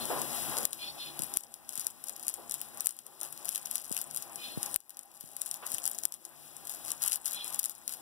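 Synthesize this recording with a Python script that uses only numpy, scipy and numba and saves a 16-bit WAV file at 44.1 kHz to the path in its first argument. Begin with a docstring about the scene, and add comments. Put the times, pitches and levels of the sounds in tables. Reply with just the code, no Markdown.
"""A pot of noodles hums and fizzes under a short utensil scrape; then a foil sachet snaps and rustles in a hand.
Dull knocks, more scrapes and a few plopping bubbles follow. Coloured noise makes the pot, steam and knocks;
short waves make the snaps and bubbles; detuned metal modes make the scrapes. All is heard through a phone's
two ports, the second one duller, of opposite sign and late for close sounds.
The gain control turns everything down after hard peaks and creeps back."""
import sys
import numpy as np
from scipy import signal
from scipy.fft import rfft, irfft, next_fast_len
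from scipy.io import wavfile
from scipy.ndimage import uniform_filter1d, map_coordinates
from numba import njit

SR = 44100
rng = np.random.default_rng(int(sys.argv[2]) if len(sys.argv) > 2 else 0)


def master(y):
    """Save y as 16-bit WAV."""
    cut = np.clip(np.atleast_2d(y).T, -1, 1)
    pcm = np.round(cut * 32767)  # scale
    wavfile.write(sys.argv[1], SR, pcm.astype(np.int16))


N = 353241  # samples, about 8 s

# All levels are relative: the mix and the gain control come later.
# Metal pot resonances: pitch_hz [Hz], width_hz [Hz], level_db [dB]
POT_MODES = [(146.5, 5.7, 11), (230, 11.5, 5), (339, 30.4, 5.5), (497.6, 4.6, -4), (569, 3.7, -1),
             (700, 9, -2), (806.4, 12.3, 4.5), (1011, 11, -2.5), (1143, 5, 1)]
# Tone balance of the steam hiss, also used for foil and friction: pitch_hz [Hz], weight_db [dB]
HISS_COLOUR = [(600, -14.5), (2500, -11.5), (5000, -10), (6500, -11), (8000, -7), (10500, 0.5), (13000, -7),
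               (15600, -5.5), (16000, -55)]
# Foil creases that snap over: start_s [s], level_db [dB]
FOIL_SNAPS = [(0.0547, -14), (0.217, -9), (0.569, -11.5), (0.5787, -12), (0.585, -9), (0.6303, -15),
              (0.6538, 5), (0.731, 0.5), (1.1921, -3), (1.2208, -1), (1.235, -3), (1.339, -4),
              (1.3718, 13.5), (1.4076, -3), (1.4364, -2.5), (1.5407, -0.5), (1.6921, 2.5), (1.7333, -7),
              (1.7555, 1.5), (1.7767, 2), (1.7963, 4), (1.8072, -3), (1.8156, -8), (1.8682, 10.5),
              (2.0404, 0), (2.0847, -1), (2.0954, 1), (2.1636, -6.5), (2.1964, -8.5), (2.2284, -6.5),
              (2.234, -9), (2.2685, -2.5), (2.2818, 9), (2.29, 4), (2.297, 2), (2.3402, 3.5), (2.4961, -3),
              (2.511, 2), (2.521, 0), (2.5412, 4), (2.5478, -9), (2.5559, -13), (2.615, 0.5), (2.7735, -10),
              (2.8067, 3.5), (2.8455, -10), (2.8596, 4.5), (2.8701, 16), (2.892, 8.5), (2.9078, 4.5),
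              (2.9665, -6.5), (2.9895, 0.5), (3.066, -2), (3.213, 3.5), (3.232, 5.0), (3.3264, -2),
              (3.376, -8.0), (3.4475, -4.5), (3.4553, 1), (3.491, 8.5), (3.549, 0.5), (3.5584, 7),
              (3.578, 2), (3.629, -11.0), (3.6582, 2), (3.671, -9.0), (3.7125, 4.5), (3.7559, 8.5),
              (3.7596, 2), (3.7807, 0.5), (3.8955, -6), (3.9163, -1.5), (3.9255, 4), (3.9299, -8),
              (3.9472, -3.0), (3.9666, 5), (3.9769, 0), (3.989, -4), (4.015, 3.5), (4.111, -7),
              (4.147, -4.5), (4.1622, 2.5), (4.1727, 1), (4.2235, -5.0), (4.358, -6), (4.63, 0),
              (4.6613, -7), (4.7431, -1.0), (4.761, 21.0), (4.804, -0.5), (4.8949, 3.5), (4.9054, 2.5),
              (4.9704, 2.5), (4.992, 6.5), (5.0326, -7), (5.2094, 0.5), (5.3663, 3.5), (5.4171, 10),
              (5.461, 3), (5.466, -0.5), (5.513, 7), (5.542, 1.5), (5.6664, 1.5), (5.7184, 3.5), (5.741, 0),
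              (5.7464, 5), (5.7832, 0.5), (5.8407, -2), (5.8548, 5), (5.8637, 3.5), (5.8771, 7),
              (5.9145, 0.5), (5.9476, -7), (5.981, -13), (5.9866, 0), (6.0355, 0), (6.0536, 14),
              (6.1225, 4), (6.1402, 2), (6.2516, -0.5), (6.5666, -7.5), (6.672, -4.5), (6.6964, -2),
              (6.718, -9), (6.7482, -8.5), (6.8815, -6.5), (6.905, -3), (6.918, 4), (7.0064, -23),
              (7.0253, -3.5), (7.0376, 2.5), (7.0624, 1.5), (7.078, 8), (7.082, 7), (7.1202, 9),
              (7.1307, 9.5), (7.1385, 6), (7.1577, 8.5), (7.258, 6), (7.2652, 4), (7.2786, 5), (7.336, -2),
              (7.346, -1), (7.4447, -2), (7.4793, -3.5), (7.5455, 0.5), (7.593, 9), (7.5966, 11.5),
              (7.6307, 4), (7.6413, 9), (7.6496, 7), (7.6576, 12), (7.696, 4), (7.752, -9), (7.8785, 7),
              (7.8937, -1), (7.9375, -0.5)]
# Dullness of the far port against the near one: pitch_hz [Hz], weight_db [dB]
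FAR_PORT_COLOUR = [(4500, -1.14), (6500, -5), (8100, -11), (10500, -30), (15000, -29.5)]

POT_DB = -44.5  # base level shared by simmer and fizz, before the mix
PORT_LAG, WALL_LAG = 20, -36  # samples by which the far port is late; negative means it hears first


def undb(db):
    """Turns decibels into a plain multiplier."""
    return 10 ** (np.asarray(db) / 20)


def level(x, db):
    """Scales a sound to an average (RMS) level in dB."""
    return x * undb(db) / np.sqrt(np.mean(x ** 2))


def colour(x, points):
    """Weights the spectrum by (Hz, dB) points, joined along a logarithmic pitch scale."""
    hz, db = np.transpose(points)
    size = next_fast_len(N)
    log_hz = np.log(np.arange(size // 2 + 1) * SR / size + 1)  # + 1 avoids log(0)
    weight = undb(np.interp(log_hz, np.log(hz), db))
    return irfft(rfft(x, size) * weight, size)[:N]


def ring(x, hz, width):
    """One resonance, with gain 1 at its centre."""
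    return signal.lfilter(*signal.iirpeak(hz, hz / width, SR), x)


def walk(rate):
    """Slow random wander: levels drawn `rate` times a second and joined by slopes; spread near 1."""
    hold = int(SR / rate)
    steps = np.repeat(rng.standard_normal(N // hold + 1), hold)
    return np.sqrt(3 / 2) * uniform_filter1d(steps, hold)[:N]


def grains(s, peak, hz, cycles, size=160, sag=1.):
    """Short waves that swell and die within a few cycles; sag under 1 lets the pitch fall."""
    turns = (np.arange(size) / SR * hz[:, None]) ** sag
    swell = np.e * turns / cycles * np.exp(-turns / cycles)
    shape = swell * np.sin(2 * np.pi * turns)
    first = np.clip(s * SR, 0, N - 1).astype(int)
    out = np.zeros(N + size)
    np.add.at(out, first[:, None] + np.arange(size), peak[:, None] * shape)
    return out[:N]


def simmer():
    """Flame and rolling water: a wavering broad rumble that also rings the pot."""
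    # Tone balance of the rumble: pitch_hz [Hz], weight_db [dB]
    rumble_colour = [(25, -52), (65, -13.5), (100, -15), (250, -2), (450, -4), (800, 5.5), (1500, -2),
                     (2500, -3.5), (6000, -45)]
    rumble = colour(rng.standard_normal(N), rumble_colour) * undb(2.2 * walk(20))
    pot = sum(undb(db + 2.8 * walk(6)) * ring(rumble, hz, width) for hz, width, db in POT_MODES)
    return level(rumble + pot, POT_DB)


def foil_ring(x, tail_db, tail_s):
    """Adds a brief fading noise tail to each click; for foil, the sheet shivers for a moment."""
    t = np.arange(SR // 50) / SR
    tail = rng.standard_normal(len(t)) * np.exp(-t / tail_s) * undb(tail_db)
    return x + signal.fftconvolve(x, tail)[:N]


def creases(count, db):
    """Scattered small ticks of many pitches, a few of them much stronger than the rest."""
    chance = rng.random((count, 3)).T
    peak = undb(np.minimum(-5 * np.log(chance[1]), 13))
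    ticks = grains(chance[0] * N / SR, peak, 5500 + 8000 * chance[2], cycles=1.0, size=60)
    return level(colour(foil_ring(ticks, tail_db=-26.0, tail_s=0.0043), HISS_COLOUR), db)


def fizz():
    """Wavering steam hiss with froth bursting in it as small ticks."""
    waver = undb(1.5 * walk(12))
    hiss = level(colour(rng.standard_normal(N), HISS_COLOUR), 7.5) * waver
    froth = creases(count=900, db=1.0)
    return (hiss + froth) * undb(POT_DB)


def scrapes():
    """Uneven friction rasps over thin metal; modes near the sliding contact's moving centre ring most.
    The grip detunes every mode a little for each stroke and bends it along with the centre."""
    # Strokes: start_s [s], length_s [s], level_db [dB], centre_start_hz [Hz], centre_end_hz [Hz]
    strokes = [(0, 0.06, -42, 4250, 3400), (0.783, 0.16, -30.5, 2806, 4500), (0.972, 0.16, -33, 3900, 3000),
               (4.374, 0.19, -33.5, 2990, 4000), (7.325, 0.174, -30, 3210, 3400)]
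    # Utensil resonances: pitch_hz [Hz], width_hz [Hz], level_db [dB]
    utensil_modes = [(2545, 39, -8.5), (3140, 91, -12.5), (3480, 170, -9.5), (4130, 45, -5),
                     (5220, 110, -6.5)]
    out, t = np.zeros(N), np.arange(SR // 2) / SR
    rasp = level(ring(rng.standard_normal(N), 3100, 1400), -11.0)
    rasp = rasp + level(colour(rng.standard_normal(N), HISS_COLOUR), -8.5)
    modes = []
    for hz, width, db in utensil_modes:
        tone = level(ring(rng.standard_normal(N), hz, width), db)
        modes.append((hz, tone * undb(3 * walk(45))))
    for s, length, db, start_hz, end_hz in strokes:
        along = np.clip(t / length, 0, 1)
        now = (s * SR + np.arange(len(t))).astype(int)
        centre = start_hz + (end_hz - start_hz) * along
        # reading a mode faster or slower raises or lowers its pitch
        bend = (2 * centre / (start_hz + end_hz)) ** 0.22
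        detune = 1 + 0.02 * rng.standard_normal((len(modes), 1))
        places = now[0] + np.cumsum(bend * detune, axis=1)
        tone = 0
        for (hz, mode), place in zip(modes, places):
            bent = map_coordinates(mode, [place], order=3, prefilter=False, mode="mirror")
            tone = tone + bent * (0.36 + np.exp(-((hz - centre) / 1000) ** 2))
        stroke = np.sin(np.pi * along ** 0.67) ** 1.45
        echo = 0.5 * (1 - np.exp(-t / 0.064)) * np.exp(-t / 0.16)
        out[now] += undb(db) * (stroke + echo) * (tone + rasp[now])
    return out


def shaking(t):
    """Strength of the grip at times t: a quick rise into each spell, a hold and a quick release."""
    # Spells of working the sachet: start_s [s, full strength], length_s [s], level_db [dB]
    spells = [(1.364, 0.032, -25.5), (1.706, 0.2, -27), (2.065, 0.026, -28), (2.874, 0.024, -19),
              (3.193, 0.094, -25.5), (3.479, 0.087, -21.5), (3.698, 0.18, -27), (3.91, 0.1, -29),
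              (4.613, 0.25, -39), (5.108, 0.23, -30.5), (5.391, 0.18, -31), (5.66, 0.091, -26),
              (6.651, 0.12, -29.5), (6.847, 0.053, -29), (7.01, 0.14, -17.5), (7.249, 0.098, -20.5),
              (7.454, 0.102, -24.5), (7.591, 0.13, -27.5), (7.896, 0.046, -22.5)]
    attack_s, release_s = 0.0039, 0.0063
    grip = 0
    for s, length, db in spells:
        rise = np.minimum(t - s, 0) / attack_s
        fall = np.maximum(t - s - length, 0) / release_s
        grip = grip + undb(db) * np.exp(rise - fall)
    return grip


def handling(before_s, after_s):
    """How strained the foil is: it builds before each snap, settles after it and levels off in dense runs."""
    s, db = np.transpose(FOIL_SNAPS)
    marks = np.zeros(N)
    marks[(s * SR).astype(int)] = undb(np.minimum(db, 3))
    t = np.arange(-SR // 5, SR // 5 + 1) / SR
    strain = np.exp(np.where(t < 0, t / before_s, -t / after_s))
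    return np.tanh(0.5 * signal.fftconvolve(marks, strain, "same"))


def rustle():
    """A swarm of small creases around the snaps, and a papery hush after them and through each shake,
    when the powder inside also slides with a duller hiss."""
    hush = level(colour(rng.standard_normal(N), HISS_COLOUR), 0)
    grip = np.repeat(shaking(np.arange(0, N, 64) / SR), 64)[:N]  # updated every 64 samples
    swarm = creases(count=1400, db=-27.5) * handling(before_s=0.013, after_s=0.033)
    pouring = level(ring(rng.standard_normal(N), 1800, 2500), -21) * grip
    hush_strength = undb(-23.0) * handling(before_s=0.00047, after_s=0.015) + undb(-13) * grip
    return swarm + pouring + hush * hush_strength


def lesser_snaps(count, over_db, spread_db):
    """Times (s) and levels (dB) of chance snaps, which follow the strength of the grip."""
    resting_grip_db = -51.5  # the sachet still ticks between shakes
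    chance = rng.random((count, 2)).T
    s = chance[0] * N / SR
    grip_db = 20 * np.log10(shaking(s) + undb(resting_grip_db))
    return s, grip_db + over_db + np.minimum(-spread_db * np.log(chance[1]), 7)


def snaps(s, db):
    """Each crease clicks brightly, with a duller body and a quick after-click."""
    chance = rng.random((len(s), 5)).T
    hz = 9900 + 1600 * chance[4]
    click = grains(s, undb(db), hz, cycles=1.0)
    body = grains(s, undb(db - 15.5 - 41 * chance[0]), 2600 + 3400 * chance[1], cycles=1.0)
    after_s = s + 0.00027 + .0004 * chance[2]
    after = grains(after_s, undb(db - 10.5), hz * (0.6 + 0.18 * chance[3]), cycles=0.75)
    return foil_ring(click + body + after, tail_db=-25.0, tail_s=0.0026)


def knocks():
    """Distant dull blows, made as fading noise like their kitchen echo; the pot rings along."""
    # Blows: start_s [s], level_db [dB], centre_hz [Hz], t60_s [s to fade by 60 dB]
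    blows = [(0.097, -35, 770, 0.53), (.515, -41, 1290, 0.5), (.565, -48.5, 636, 0.92),
             (2.373, -39.5, 695, 0.49), (3.055, -43, 840, 1), (3.213, -31.5, 930, 0.27),
             (3.397, -43.5, 890, 0.56), (5.623, -28.5, 1270, 0.27)]
    out, t = np.zeros(N), np.arange(SR) / SR
    for s, db, hz, t60 in blows:
        noise = ring(rng.standard_normal(SR), hz, 1.58 * hz)
        echo = level(ring(noise, hz, 1.58 * hz), 0)
        fade = undb(db - 60 * t / t60) * (1 - np.exp(-t / 0.0028))
        out[int(s * SR):][:SR] += fade * echo
    return out + sum(undb(db + 0.5) * ring(out, hz, 3 * width) for hz, width, db in POT_MODES)


def plops():
    """Big bubbles collapse, each as a short low wave whose pitch sags."""
    # Fat bubbles: start_s [s], level_db [dB], pitch_hz [Hz, the falling pitch passes through it]
    bubbles = [(1.197, -24, 253), (1.228, -26, 262), (1.781, -27.5, 220), (3.911, -14.5, 320),
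               (4.574, -16, 246), (5.238, -23, 241.7), (5.738, -26, 171)]
    s, db, hz = np.transpose(bubbles)
    return grains(s, undb(db), hz, cycles=0.48, size=1800, sag=0.64)


def ports(x, lag):
    """Near and far port; the far one is dull, of opposite sign and late by lag samples."""
    return np.array([x, -np.roll(colour(x, FAR_PORT_COLOUR), lag)])


def scene():
    """Mixes the close sounds, low wall sound and scattered echo at the two ports."""
    lesser = lesser_snaps(count=1500, over_db=11.0, spread_db=4.0)
    creased = np.hstack([np.transpose(FOIL_SNAPS), lesser])
    pot = undb(0.5) * simmer() + fizz() + plops()
    near = pot + scrapes() + rustle() + snaps(*creased) + knocks()
    # low sound from the wall behind meets the far port first; its noise is drawn afresh
    back = colour(simmer() + knocks(), [(700, 0.5), (1400, -31.0)])
    # scattered kitchen echo and warm air on the ports are unrelated left and right
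    echo = []
    for port in range(2):
        low = colour(simmer(), [(70, 14.0), (250, 2.5), (3000, -55)])
        echo.append(low + undb(-58.0) * fizz())
    # the far port also hears the other face of the foil, which rings in its own way
    other_face = undb(-8.5) * np.roll(snaps(*creased), PORT_LAG)
    far_extra = colour(echo[1] + other_face, FAR_PORT_COLOUR)
    return ports(near, PORT_LAG) + ports(back, WALL_LAG) + np.array([echo[0], far_extra])


@njit
def follow(room_db, keep):
    """Gain in dB: falls at once to the room left under the ceiling, then relaxes towards 0."""
    out, g = np.empty(len(room_db)), 0.
    for i in range(len(room_db)):
        g = min(g * keep, room_db[i])
        out[i] = g
    return out


def record(dry):
    """The gain control ducks just after hard peaks, whose first swings are rounded off;
    then the lowest and highest pitches are cut."""
    ceiling_db, recovery_s = -8.5, 1.154
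    reaction = 7  # samples before the gain responds
    low_cut_hz, high_cut_hz = 26, 16700
    room_db = ceiling_db - 20 * np.log10(np.abs(dry).max(axis=0) + 1e-9)
    gain_db = follow(room_db, np.exp(-1 / (recovery_s * SR)))
    held = dry * undb(np.concatenate([np.zeros(reaction), gain_db])[:N])
    rounded = held / (1 + np.abs(held / .8) ** 4) ** .25
    low_cut = signal.butter(2, low_cut_hz, "high", fs=SR, output="sos")
    high_cut = signal.ellip(10, .2, 80, high_cut_hz, fs=SR, output="sos")
    return signal.sosfilt(high_cut, signal.sosfilt(low_cut, rounded))


dry = scene()
out = record(dry)
master(out)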